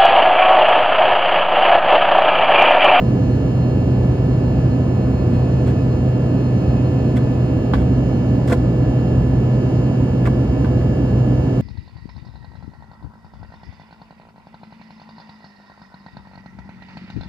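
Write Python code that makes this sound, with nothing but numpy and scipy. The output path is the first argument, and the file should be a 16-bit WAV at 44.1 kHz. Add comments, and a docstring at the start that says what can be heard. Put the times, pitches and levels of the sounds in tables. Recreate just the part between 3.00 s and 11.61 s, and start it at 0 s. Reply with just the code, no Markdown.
"""A jet airliner in steady flight, heard from a window seat over the wing.
Throughout, filtered noise makes the roar of exhaust and airflow and the hiss of the cabin air, and sines
make the fan's hum on multiples of its shaft speed. A faster shaft whines faintly, swelling near 2.4 and 3.7 s.
From 2.3 s plastic creaks close by, as noise through its resonances; from 4.7 s it also snaps, as ringing modes
with a short crack, and thuds on a panel. Clusters fall near 4.7, 5.5 and 7.3 s, with a last click near 7.8 s."""
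import sys
import numpy as np
from scipy.fft import rfft, irfft, next_fast_len
from scipy.io import wavfile
from scipy.ndimage import map_coordinates

SR = 44100
rng = np.random.default_rng(int(sys.argv[2]) if len(sys.argv) > 2 else 0)


def put_to_file(sound):
    """Save the sound as 16-bit audio at rate SR, in the file named by the first command-line argument."""
    columns = np.atleast_2d(sound).T  # one column per channel
    safe = np.clip(columns, -1, 1)
    whole_steps = np.round(safe * 32767)
    wavfile.write(sys.argv[1], SR, whole_steps.astype(np.int16))


N = 379701

# Cabin sound at the two microphones. Each row: frequency in Hz, coherence 0-1, left lead in rad,
# left-right difference in dB.
MIC_PAIR = [(35, 1, -0.6, -0.5), (80, 1, -0.04, -0.2), (160, 0.99, 0.07, -0.6), (266, 0.99, -0.4, -2.5),
            (482, 0.85, -0.6, -3), (756, 0.4, -0.7, -1), (930, 0.8, -1, -4.5), (1200, 0.6, -0.75, 0.5),
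            (1550, 0.6, -0.8, -3.2), (2070, 0.79, -0.1, 3), (2500, 0.7, 2.5, -0.5), (3240, 0.3, 2.5, -0.5),
            (4200, 0.6, 0, -1.7), (5100, 0.29, 1.5, -2), (5800, 0.71, 2.5, -0.5), (6600, 0.7, 3.5, 2),
            (7400, 0.8, 9, -0.0), (9450, 0.9, 6, 0.0)]
# Resonances of the plastic. Each row: frequency in Hz, width in Hz, relative level in dB.
PLASTIC_MODES = [(794, 50, 1), (897, 50, 1.5), (1018, 45, 2), (1146, 55, 1), (1393, 60, -4), (1540, 75, -1),
                 (1700, 70, -3.5), (2010, 100, -7), (2266, 67, -7.5), (2630, 140, -13.5), (3390, 260, -14),
                 (4670, 400, -20.5)]


def amp(db):
    """Decibels to gain."""
    return 10 ** (np.asarray(db) / 20)


def unit(x):
    """Scale to rms 1."""
    return x / np.sqrt(np.mean(x ** 2) + 1e-20)


def along(points, hz):
    """Each column of a table by frequency, read on a log axis."""
    table_hz, *columns = np.transpose(points)
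    return [np.interp(np.log(hz + 1), np.log(table_hz + 1), column) for column in columns]


def shape(points):
    """Gain of a (Hz, dB) spectrum as a function of frequency."""
    return lambda hz: amp(along(points, hz)[0])


def resonances(modes):
    """Causal response of (Hz, width in Hz, dB) modes, alternating in sign."""
    def response(hz):
        total = 0
        for k, (centre_hz, width_hz, db) in enumerate(modes):
            damping = 1j * hz * width_hz
            total = total + (-1) ** k * amp(db) * damping / (centre_hz ** 2 - hz ** 2 + damping)
        return total
    return response


def around(hz, centre_hz, spread_octaves):
    """Bell of gain about a centre on an octave axis."""
    return np.exp(-(np.log2((hz + 1) / centre_hz) / spread_octaves) ** 2 / 2)


def wobble(rate_hz):
    """Smooth random curve through rate_hz knots a second."""
    knots = rng.standard_normal(int(N * rate_hz / SR) + 4)
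    return map_coordinates(knots, [np.arange(N) * rate_hz / SR])


def filtered(x, response):
    """x through a complex response of frequency."""
    n = x.shape[-1]
    m = next_fast_len(n + SR // 2)
    return irfft(rfft(x, m) * response(np.fft.rfftfreq(m, 1 / SR)), m)[..., :n]


def rung(force, response):
    """A force through a response scaled to keep the power of white noise."""
    gain = np.sqrt(np.mean(abs(response(np.fft.rfftfreq(SR // 2, 1 / SR))) ** 2))
    return filtered(force, response) / gain


def sides(value):
    """Half of a left-right difference for each microphone, opposite in sign."""
    return np.array([[1], [-1]]) * value / 2


def cabin_noise(colour):
    """Coloured stereo noise of rms 1, mixed from common and opposed parts to the cabin's coherence."""
    m = next_fast_len(N)
    hz = np.fft.rfftfreq(m, 1 / SR)
    coherence, lead_rad, pan_db = along(MIC_PAIR, hz)
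    turn = np.arccos(np.clip(coherence, 0, 1)) / 2
    common, apart = rfft(rng.standard_normal((2, m)))
    pair = np.cos(turn) * common + 2 * sides(np.sin(turn) * apart)
    placed = pair * amp(sides(pan_db)) * np.exp(1j * sides(lead_rad))
    return unit(irfft(placed * colour(hz), m)[:, :N])


def tone(hz, clock_s, lead_rad):
    """Stereo sine of rms 1 on a given clock, reaching the left microphone lead_rad early."""
    cycles = hz * clock_s + rng.random()
    return np.sqrt(2) * np.sin(2 * np.pi * cycles + sides(lead_rad))


def engine_clock(drift, rate_hz):
    """Time as the shafts count it: the governor lets the speed wander very slightly."""
    return np.cumsum(1 + drift * wobble(rate_hz)) / SR


def swell():
    """Slow rise and fall of the whine in dB: it swells twice, then recedes."""
    # Each row: time in seconds, relative level in dB.
    swell_points = [(0.0, -0.5), (1.9, 1), (2.4, 6), (3.15, 0), (3.7, 6), (4.4, 4), (4.7, -2.5), (7.1, -2),
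                    (8.6, -3.5)]
    return np.interp(np.arange(N) / SR, *np.transpose(swell_points))


def airflow(roar_db, boom_db, air_db, swell_share):
    """Exhaust and airflow roar through the wall and boom in the cabin; air hiss follows the whine's swell a little."""
    # Each row: frequency in Hz, relative level in dB per Hz.
    roar_spectrum = [(20, -36), (32, -29), (45, -11), (57, -0.5), (80, 1.5), (140, 0.5), (200, -2),
                     (275, -2.5), (330, -6.5), (400, -9.5), (470, -14.5), (640, -16.3), (900, -25.5),
                     (1500, -68.5), (3000, -110)]
    # Each row: frequency in Hz, relative level in dB per Hz.
    hiss_spectrum = [(500, -22.5), (1000, 1.5), (1300, -3.5), (1550, -9), (1720, -6), (1900, -15),
                     (2350, -15), (2800, -13.5), (3350, -17), (3900, -24), (4900, -21), (5300, -24.5),
                     (5800, -22.5), (6400, -26.5), (7300, -20), (7900, -35), (9500, -29), (10300, -39),
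                     (13500, -36.5), (15600, -45.5)]
    # Narrow cabin booms. Each row: frequency in Hz, width in Hz, relative level in dB.
    boom_modes = [(60.77, 2.6, -34), (257.1, 22.2, -35)]

    sound = amp(roar_db) * cabin_noise(shape(roar_spectrum))
    for hz, width_hz, db in boom_modes:
        resonance = resonances([(hz, width_hz, 0)])
        sound += amp(db + boom_db) * cabin_noise(lambda f: resonance(f) ** 2)
    hiss = cabin_noise(shape(hiss_spectrum))
    return sound + amp(air_db + swell_share * swell()) * hiss


def whine(clock_s, waver_db, jitter_s):
    """Thin, unsteady tones of the faster shaft share a slow swell; a weak neighbour makes one beat."""
    shaft_hz = 846.1
    # Each row: shaft order, left lead in rad, left-right difference in dB, relative level in dB,
    # share of the swell, fade in dB per second.
    whine_tones = [(2, -0.5, -0.5, -56.5, -0.12, -0.5), (3, 1, -3, -60.5, 1, 0),
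                   (5, 0.8, 2, -62, 0.25, 0.66), (6, 0.4, 0.5, -71, 0.074, 0), (7, 3.5, 0, -65.5, 0.1, 0)]
    # Weak tone beside one order: order (rounded to the nearest even on a tie, so 5.5 gives 6), offset in Hz,
    # relative level in dB, left lead in rad.
    beat_order, offset_hz, beat_db, beat_lead_rad = (5.5, -7, -8, 2)

    shaken_s = clock_s + jitter_s * wobble(rate_hz=32)
    swell_db = swell()
    from_middle_s = (np.arange(N) - N / 2) / SR
    tones = np.zeros((2, N))
    for order, lead_rad, pan_db, db, share, fade_db_per_s in whine_tones:
        hz = round(order) * shaft_hz
        slow_db = share * swell_db - fade_db_per_s * from_middle_s
        gain = amp(db + sides(pan_db) + slow_db + waver_db * wobble(rate_hz=28))
        tones += gain * tone(hz, shaken_s, lead_rad)
        if round(order) == round(beat_order):
            tones += gain * amp(beat_db) * tone(hz + offset_hz, clock_s, beat_lead_rad)
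    return tones


def fan(clock_s, waver_db, waver_db_per_khz):
    """Unequal blades sound every shaft multiple, strong tones over faint buzz; higher tones waver more."""
    shaft_hz, top_order = 124.8, 60
    buzz_2khz_db, buzz_fall_db_per_octave, buzz_scatter_db = -72, 5, 2
    # Tones that stand out. Each row: shaft order, level in dB, left-right difference in dB, left lead in rad.
    fan_tones = [(1, -19, -0.75, 0.09), (4, -35, -3, -0.9), (5, -42, -7.0, -1), (6, -46, -11, -2.5),
                 (8, -54.5, -6, 1), (10, -54, 3.5, -1.1), (11, -59.0, -9, -0.7), (12, -61, -4, -0.8),
                 (14, -52.5, -1.5, -0.4), (16, -63.5, 0, 0.5), (18, -59, -9.2, 1.6), (19, -71, -3.5, 1.7),
                 (20, -71, 7, -1.2), (21, -70.5, 0, 3.5), (22, -51.5, -2.7, 2), (23, -69.5, -7, 2.5),
                 (24, -55, 5, -3), (25, -62, 3.5, 1.5), (27, -73.5, 0.5, 3), (28, -72, -1.5, 2),
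                 (29, -67.5, -8, -3.5), (30, -71.5, -6.5, 2.5), (31, -71, -4.5, 0.8), (35, -68.5, 1.5, 2.3),
                 (36, -67.5, -7, 2), (38, -67, -3, 0.7), (39, -68, -12.5, -2.5), (40, -67, -1, -2.1),
                 (41, -74, -3, 1.5), (45, -71, -2.2, 1.5), (48, -65, -4, -3), (51, -71, 0.5, -2),
                 (55, -71, -1.5, -1), (58, -73, 0, -1.5)]

    flutter = [wobble(rate_hz=3.5) for _ in range(11)]
    strong = {round(order): row for order, *row in fan_tones}
    hum = np.zeros((2, N))
    for order in range(1, top_order + 1):
        hz = order * shaft_hz
        _, buzz_lead_rad, buzz_pan_db = along(MIC_PAIR, hz)
        buzz_db = buzz_2khz_db - buzz_fall_db_per_octave * np.log2(hz / 2000)
        buzz_db += buzz_scatter_db * rng.standard_normal()
        db, pan_db, lead_rad = strong.get(order, (buzz_db, buzz_pan_db, buzz_lead_rad))
        depth_db = waver_db + waver_db_per_khz * hz / 1000
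        waver = np.array([flutter[k] for k in rng.integers(len(flutter), size=2)])
        hum += amp(db + sides(pan_db) + depth_db * waver) * tone(hz, clock_s, lead_rad)
    return hum


def creaks(rise_s, t60_s, tail_db, tail_t60_s, grain_db, apart):
    """Each slip is a grainy rasp ringing the plastic around its own centre; the cabin adds a brief tail."""
    # Each row: start in seconds, length in seconds, relative level in dB, centre in Hz, spread in octaves,
    # relative scratch level in dB.
    slips = [(2.333, .025, -49, 2200, .7, -62), (2.66, 0.046, -43.5, 2100, 0.8, -56.5),
             (4.16, 0.018, -40, 2500, 0.8, -51), (4.752, 0.074, -45, 2300, 1.5, -62),
             (5.473, 0.018, -40, 2300, 0.76, -47), (5.495, 0.019, -32.5, 1700, 1.2, -44),
             (5.519, .013, -32, 1800, 0.99, -38.5), (7.252, 0.021, -37, 1900, 0.6, -50)]
    # Scratch of the slipping edge. Each row: frequency in Hz, relative level in dB per Hz.
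    scratch_spectrum = [(1500, -28), (3400, -1), (5000, 1.5), (6200, -5.5), (7400, -1.5), (11000, -10),
                        (15500, -15)]

    age_s = np.arange(SR // 2) / SR
    grain = unit(amp(grain_db * wobble(rate_hz=420)))
    plastic = resonances(PLASTIC_MODES)
    sound = np.zeros((2, N))
    for start_s, length_s, db, centre_hz, spread_octaves, scratch_db in slips:
        start = round(start_s * SR)
        near = slice(start, start + len(age_s))
        after_s = np.maximum(age_s - length_s, 0)
        decay = amp(-60 * after_s / t60_s) + amp(tail_db - 60 * after_s / tail_t60_s)
        envelope = (1 - np.exp(-age_s / rise_s)) * decay
        common = rng.standard_normal(len(age_s))
        noise = unit(common + apart * rng.standard_normal((2, len(age_s))))
        rasp = envelope * grain[near] * noise
        body = rung(rasp, lambda f: plastic(f) * around(f, centre_hz, spread_octaves))
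        scratch = rung(rasp, shape(scratch_spectrum))
        sound[:, near] += amp(db) * body + amp(scratch_db) * scratch
    return sound


def knocks(rise_s):
    """Blows on the panel behind the plastic ring its low modes: short hollow thuds."""
    # Each row: start in seconds, relative level in dB.
    blows = [(4.735, -11.5), (5.499, -12.5), (5.521, -3.5), (7.271, -15.5)]
    # Each row: frequency in Hz, relative level in dB, t60 in seconds.
    panel_modes = [(225, 0, 0.07), (318, -3, 0.05), (490, -4.5, 0.077), (681, -6, 0.051)]

    age_s = np.arange(SR // 2) / SR
    sound = np.zeros(N)
    for start_s, db in blows:
        ring = np.zeros(len(age_s))
        for hz, mode_db, t60_s in panel_modes:
            ring += amp(mode_db - 60 * age_s / t60_s) * np.sin(2 * np.pi * (hz * age_s + rng.random()))
        sound[round(start_s * SR):][:len(age_s)] += amp(db) * (1 - np.exp(-age_s / rise_s)) * ring
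    return sound


def snaps(rise_s, crack_t60_s, scatter_db, lead_spread_rad):
    """The plastic lets go at once: a short crack, and its modes near the snap's centre ring freely."""
    # Each row: start in seconds, relative level in dB, centre in Hz, spread in octaves, relative crack level in dB.
    snap_events = [(4.735, -14.5, 900, 1.0, -31.5), (4.7365, -22.5, 3500, .3, -44),
                   (4.742, -21.5, 1700, .9, -35), (4.7525, -25, 1500, .5, -50),
                   (5.5197, -17.5, 1570, .15, -47.5), (5.5252, -19.5, 2250, 0.28, -39),
                   (5.53, -20, 1050, 0.43, -39), (7.2545, -21.5, 1700, .45, -42),
                   (7.2615, -28, 2500, 0.26, -46), (7.2715, -20, 1090, 0.28, -47.5),
                   (7.645, -26, 1500, .7, -42.5), (7.655, -30, 1100, .5, -51),
                   (7.812, -33.5, 2000, .4, -60)]
    # Each row: frequency in Hz, relative level in dB per Hz.
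    crack_spectrum = [(600, -20), (1500, 0), (3500, -0.5), (5000, -5.5), (6200, -17.5), (9000, -20),
                      (15500, -30)]

    age_s = np.arange(SR // 4) / SR
    mode_hz, width_hz, mode_db = np.transpose(PLASTIC_MODES)
    sound = np.zeros((2, N))
    for start_s, db, centre_hz, spread_octaves, crack_db in snap_events:
        scattered_db = mode_db + scatter_db * rng.standard_normal(len(mode_hz))
        gains = width_hz * amp(scattered_db) * around(mode_hz, centre_hz, spread_octaves)
        gains /= np.linalg.norm(gains)
        ring = np.zeros((2, len(age_s)))
        for hz, width, gain in zip(mode_hz, width_hz, gains):
            lead_rad = lead_spread_rad * rng.standard_normal()
            ring += gain * np.exp(-np.pi * width * age_s) * tone(hz, age_s, lead_rad)
        burst = amp(-60 * age_s / crack_t60_s) * rng.standard_normal((2, len(age_s)))
        crack = rung(burst, shape(crack_spectrum))
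        onset = 1 - np.exp(-age_s / rise_s)
        sound[:, round(start_s * SR):][:, :len(age_s)] += onset * (amp(db) * ring + amp(crack_db) * crack)
    return sound


def scene():
    """Air, engine tones and plastic trim at the seat."""
    clock_s = engine_clock(drift=0.0002, rate_hz=1.5)
    air = airflow(roar_db=-17.5, boom_db=4.5, air_db=-43.0, swell_share=0.086)
    engine = whine(clock_s, waver_db=2.5, jitter_s=0.000011)
    engine += fan(clock_s, waver_db=0.24, waver_db_per_khz=0.27)
    trim = creaks(rise_s=0.0015, t60_s=0.041, tail_db=-12.5, tail_t60_s=0.22, grain_db=2.0, apart=0.94)
    trim += knocks(rise_s=0.0037)
    trim += snaps(rise_s=0.00056, crack_t60_s=0.085, scatter_db=0.7, lead_spread_rad=1.43)
    trim_pan_db = -1.5  # left-right: a little to the right
    return air + engine + amp(sides(trim_pan_db)) * trim


def record(dry):
    """The microphone keeps nothing above its band limit; short fades soften both ends."""
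    top_hz, fade_s = 15700, 0.002
    edge_s = np.minimum(np.arange(N), np.arange(N)[::-1]) / SR
    faded = dry * np.minimum(edge_s / fade_s, 1)
    return filtered(faded, lambda hz: hz < top_hz)


dry = scene()
out = record(dry)
put_to_file(out)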